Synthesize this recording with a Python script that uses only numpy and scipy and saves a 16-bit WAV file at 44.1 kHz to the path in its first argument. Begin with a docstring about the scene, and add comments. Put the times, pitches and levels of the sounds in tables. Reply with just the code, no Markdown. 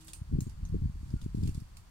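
"""Tortoise in dry leaves

A tortoise plods off a concrete path into dry leaves. They snap and crumple under its feet,
and the sound bounces off a house wall. Light gusts buffet the microphone, and the strongest
swirls of air thud as they pass its two openings. Behind it all: garden hiss and one far chirp."""
import sys
import numpy as np
from scipy import signal
from scipy.fft import rfft, irfft, next_fast_len
from scipy.io import wavfile

SR = 44100
rng = np.random.default_rng(int(sys.argv[2]) if len(sys.argv) > 2 else 0)


def output_pcm(signal):
    """Save a mono or channel-first signal as 16-bit PCM at the path in sys.argv[1].

    Samples are clipped to [-1, 1] before scaling.
    """
    pcm = np.clip(np.atleast_2d(signal).T, -1, 1) * 32767
    wavfile.write(sys.argv[1], SR, np.round(pcm).astype(np.int16))


N = 83790


def amp(db):
    """Turn decibels into a number to multiply by."""
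    return 10 ** (np.asarray(db) / 20)


def unit(x):
    """Scale a sound to an average (rms) level of 1."""
    return x / np.sqrt(np.mean(x ** 2) + 1e-20)


def along(points, hz):
    """Read between the rows of a (pitch_hz, value) table, on a musical (log) scale."""
    pitches, values = np.transpose(points)
    return np.interp(np.log(hz + 1), np.log(pitches + 1), values)


def pan(db):
    """Left and right gains: positive db leans left."""
    return amp(np.array([[db], [-db]]) / 2)


def filtered(x, response):
    """Scale and delay each frequency in x as response(hz) says."""
    size = next_fast_len(N + SR // 2)
    hz = np.fft.rfftfreq(size, 1 / SR)
    return irfft(rfft(x, size) * response(hz), size)[..., :N]


def noise(tone, channels):
    """Noise shaped by a (pitch_hz, level_db) table."""
    return unit(filtered(rng.standard_normal((channels, N)), lambda hz: amp(along(tone, hz))))


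def narrow(pitch_hz, width_hz):
    """Stereo noise gathered around one pitch."""
    white = rng.standard_normal((2, N))
    return unit(filtered(white, lambda hz: 1 / (1 + ((hz - pitch_hz) / width_hz) ** 2)))


# Tone of the garden air: pitch_hz, level_db
AIR_TONE = [(25, 17.5), (160, 7.5), (300, 6.5), (450, -1), (650, -0.5), (1020, 4.5), (1500, 0.5),
            (2200, -3), (3800, -5.5), (5300, -6), (8600, -7.5), (11000, -13.5), (13000, -13.5),
            (15700, -17.5)]
# Notes of a faint low hum: pitch_hz, level_db
HUM_NOTES = [(157, -59.5), (320, -68.5)]
def garden(hum_fade_s=0.18):
    """Steady airy noise, a low hum that soon fades, and a thin high hiss."""
    t = np.arange(N) / SR
    air = amp(-62.5) * pan(-0.4) * noise(AIR_TONE, channels=2)
    fade = np.exp(-(t / hum_fade_s) ** 2)
    hum = sum(amp(db) * fade * narrow(hz, width_hz=4.7)[0] for hz, db in HUM_NOTES)
    hiss = amp(-79) * pan(-2) * narrow(pitch_hz=4550, width_hz=110)
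    return air + hum + hiss


def chirp(peak_s=1.185, width_s=0.022, pitch_hz=1416, glide_hz_per_s=-500):
    """One faint, far chirp that slides slightly down in pitch."""
    t = np.arange(N) / SR - peak_s
    swell = np.exp(-(t / width_s) ** 2)
    return amp(-65.5) * swell * np.sin(2 * np.pi * t * (pitch_hz + glide_hz_per_s * t / 2))


# Strong swirls of air: peak_s, level_db, width_ms
SWIRLS = [(0.219, -22, 3.73), (0.3277, -20.5, 1.92), (0.3512, -26, 2.6), (0.388, -17.5, 1.5),
          (.4198, -24, 2.7), (0.4687, -27, 1.75), (0.4773, -25.5, 2.3), (0.601, -29, 6.3),
          (0.6325, -20.5, 4.03), (.728, -17, 3.3), (0.7454, -17.5, 0.33), (0.7545, -25.5, 0.69),
          (0.7657, -24, 2.04), (0.8224, -13.5, 3.8), (0.846, -19.5, 4.3), (0.8583, -16.5, 3.14),
          (0.8983, -22, 3.25), (.957, -41, 1.46), (1.032, -34.5, 2), (1.1405, -17, 2.1), (1.224, -27, 2.9),
          (1.2634, -22, 1.68), (1.3485, -20.5, 1.47), (1.3747, -22.5, 2.24), (1.385, -22, 2.2),
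          (1.4331, -15.5, 2.3), (1.4555, -17.5, 2.56), (1.4789, -23.5, 2.14), (1.4921, -21.5, 1.74),
          (1.552, -33, 1.9), (1.579, -24.5, 2.32), (1.622, -29.5, 2.7)]
def thuds(boost_db=6, low_hz=67.2, top_hz=464):
    """Each passing swirl makes the air pressure dip and bounce back."""
    t = np.arange(N) / SR
    dips = np.zeros(N)
    for peak_s, level_db, width_ms in SWIRLS:
        offset = (t - peak_s) * 1000 / width_ms
        dips -= amp(level_db + boost_db) / (1 + offset ** 2) ** 2
    # Cutting the deepest bass gives each dip its bounce.
    bass_cut = lambda hz: hz ** 2 / (hz ** 2 + low_hz ** 2) * 1j * hz / (1j * hz + low_hz)
    return filtered(dips, lambda hz: bass_cut(hz) / np.sqrt(1 + (hz / top_hz) ** 20))


# Wind strength at the microphone: time_s, level_db
GUSTS = [(0, -59.5), (.18, -47), (.26, -50), (.335, -30), (.44, -37.5), (.56, -46.5), (.595, -40),
         (.69, -39), (.74, -31), (.79, -37.5), (.836, -34), (.94, -44.5), (1.1, -39.5), (1.165, -34.5),
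         (1.195, -53), (1.225, -36.5), (1.32, -44), (1.385, -35), (1.46, -31.5), (1.54, -40), (1.6, -40),
         (1.68, -55.5), (1.76, -49), (1.9, -57)]
# Tone of the wind's deep rumble: pitch_hz, level_db
RUMBLE_TONE = [(10, -6), (25, -1), (42, 3.5), (80, -1), (160, -10), (240, -22), (330, -46), (480, -74),
               (800, -65.5)]
# Tone of the flutter in strong gusts: pitch_hz, level_db
FLUTTER_TONE = [(40, -46), (130, 6.5), (200, -3.5), (320, -5), (430, -21), (560, -23), (900, -63)]
def wind(strong_db=-33, flutter_growth=2.66, lag_s=0.00046, dull_hz=252):
    """Churning air buffets the microphone, sounding brighter as it blows harder."""
    t = np.arange(N) / SR
    strength_db = np.interp(t, *np.transpose(GUSTS))
    rumble = amp(strength_db) * noise(RUMBLE_TONE, channels=1)[0]
    flutter_db = -39 + flutter_growth * (strength_db - strong_db)
    flutter = amp(flutter_db) * noise(FLUTTER_TONE, channels=1)[0]
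    left = rumble + flutter + thuds()
    # The right opening gets the wind later and duller.
    right = filtered(left, lambda hz: np.exp(-2j * np.pi * hz * lag_s) / (1 + 1j * hz / dull_hz))
    return np.array([left, right])


# Time the yard's echo takes to fade by 60 dB: pitch_hz, fade_s
ECHO_FADES = [(500, 0.38), (4000, 0.098), (9000, 0.22), (15000, 0.16)]
def yard(sound, wall_delay_s=0.0032, step_s=0.4):
    """Add one bounce off the near wall and a short echo that changes as the animal moves."""
    echo, t = np.zeros((2, N)), np.arange(N) / SR
    for centre_s in np.arange(0, N / SR + step_s, step_s):
        hz, age, bands = signal.stft(rng.standard_normal((2, SR // 4)), SR, nperseg=256)
        fade = amp(-60 * age / along(ECHO_FADES, hz)[:, None])
        tail = signal.istft(bands * fade, SR, nperseg=256)[1]
        tail /= np.linalg.norm(tail[0])
        blend = np.cos(np.pi / 2 * np.clip((t - centre_s) / step_s, -1, 1))  # one echo into the next
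        echo += signal.fftconvolve(sound * blend, tail, axes=1)[:, :N]
    wall = filtered(sound, lambda hz: np.exp(-2j * np.pi * hz * wall_delay_s))
    return sound + amp(-5.5) * wall + amp(-1.5) * pan(-7.5) * echo


# Feet dragging through the leaves: peak_s, rise_s, fall_s, level_db
FOOT_DRAGS = [(.01, 0.09, 0.024, -55), (.088, 0.019, 0.025, -54.5), (.15, 0.0066, 0.027, -58),
              (.42, 0.013, 0.019, -59), (.485, 0.016, 0.011, -67), (.657, 0.0056, 0.011, -62.5),
              (1.09, 0.095, 0.15, -66), (1.225, 0.007, 0.013, -63), (1.375, 0.023, .04, -63),
              (1.471, 0.034, 0.024, -54), (1.57, 0.035, 0.026, -61.5)]
# Tone of crumpling leaves: pitch_hz, level_db
RUSTLE_TONE = [(300, -38), (1000, -4), (2000, -7), (2600, 0), (4600, 5), (5600, 1.5), (8200, 5.5),
               (10500, -1.5), (13000, -4.5), (16000, -21)]
def rustle(cracks_per_s=1300, spread_db=2):
    """A dragging foot sets off a swarm of tiny cracks."""
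    t = np.arange(N) / SR
    effort = np.zeros(N)
    for peak_s, rise_s, fall_s, level_db in FOOT_DRAGS:
        width_s = np.where(t < peak_s, rise_s, fall_s)
        effort += amp(level_db) * np.exp(-((t - peak_s) / width_s) ** 2 / 2)
    sizes = amp(spread_db * np.minimum(rng.exponential(size=N), 2))
    hits = rng.random(N) < cracks_per_s / SR
    cracks = hits * sizes * rng.standard_normal((2, N))
    crackle = unit(filtered(cracks, lambda hz: amp(along(RUSTLE_TONE, hz))))
    return amp(-8.5) * pan(-3) * effort * crackle


# Leaves breaking: start_s, level_db, brightness_db_per_octave, ring_hz, ring_db, pan_db
LEAF_SNAPS = [(.0465, -58.5, 11, 8500, -9, -18), (0.0721, -54.5, 4, 8140, -4, -14),
              (0.0817, -43.5, -3, 7400, -23, 4.5), (0.0879, -49, -3, 3500, 0, -1),
              (0.1337, -37.5, -0.5, 9000, -3, 3), (0.4062, -39, 1, 7250, -3.5, 1.5),
              (0.4217, -60, 8, 8260, 8, -11), (0.4698, -53, -5, 6850, -1.5, -5),
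              (0.4962, -57, -2.5, 6100, -2, -10), (0.6518, -53, -4, 6150, 4, 2),
              (.689, -58.5, 1, 7000, -12, 0), (1.104, -54, -4.5, 4500, -12, 1),
              (1.2153, -51.5, -3, 3500, 0, 3), (1.241, -56.5, -3, 3600, -4, 6),
              (1.3521, -53.5, -1.5, 4470, -10, -3), (1.435, -49, -3, 3350, -6, 2),
              (1.4747, -44.5, -3, 2670, -2, 3), (1.493, -58.5, 0.5, 5200, -17, -17),
              (1.5463, -48.5, -3, 7200, -7, -2), (1.601, -57.5, 7, 5170, 5, -3),
              (1.7698, -46, -2, 2550, -13.5, -0.5)]
# Tone of one crack: pitch_hz, level_db
CRACK_TONE = [(300, -20.5), (1000, -10), (1800, -16.5), (2600, -4.5), (3300, -10.5), (4600, 1), (5600, -3),
              (8000, 0), (10500, -3), (13000, -10), (16000, -12.5)]
def snaps(boost_db=1.5, pivot_hz=6000, ring_sharpness=16):
    """A dry leaf breaks with a short crack, bright or dull, and rings briefly at its own pitch."""
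    out, t = np.zeros((2, N + SR)), np.arange(SR // 10) / SR
    hz = np.fft.rfftfreq(len(t), 1 / SR)

    def burst(tone, fade_s):
        """A puff of noise that drops 60 dB in fade_s."""
        white = rng.standard_normal((2, len(t)))
        return unit(irfft(rfft(white) * tone, len(t))) * amp(-60 * t / fade_s)

    for start_s, level_db, brightness, ring_hz, ring_db, pan_db in LEAF_SNAPS:
        crack_tone = amp(along(CRACK_TONE, hz) + brightness * np.log2((hz + 1) / pivot_hz))
        crack = burst(crack_tone, fade_s=0.011)
        ring_tone = 1 / (1 + (ring_sharpness * (hz / ring_hz - 1)) ** 2)
        ring = amp(ring_db) * burst(ring_tone, fade_s=0.024) / 2
        start = round(start_s * SR)
        out[:, start:start + len(t)] += amp(level_db + boost_db) * pan(pan_db) * (crack + ring)
    return out[:, :N]


def scene():
    """Leaves in the yard, wind on the microphone, garden behind."""
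    return yard(snaps() + rustle()) + wind() + garden() + chirp()


def record(dry, top_hz=15900):
    """Cut away the very highest treble."""
    return filtered(dry, lambda hz: hz < top_hz)


dry = scene()
out = record(dry)
output_pcm(out)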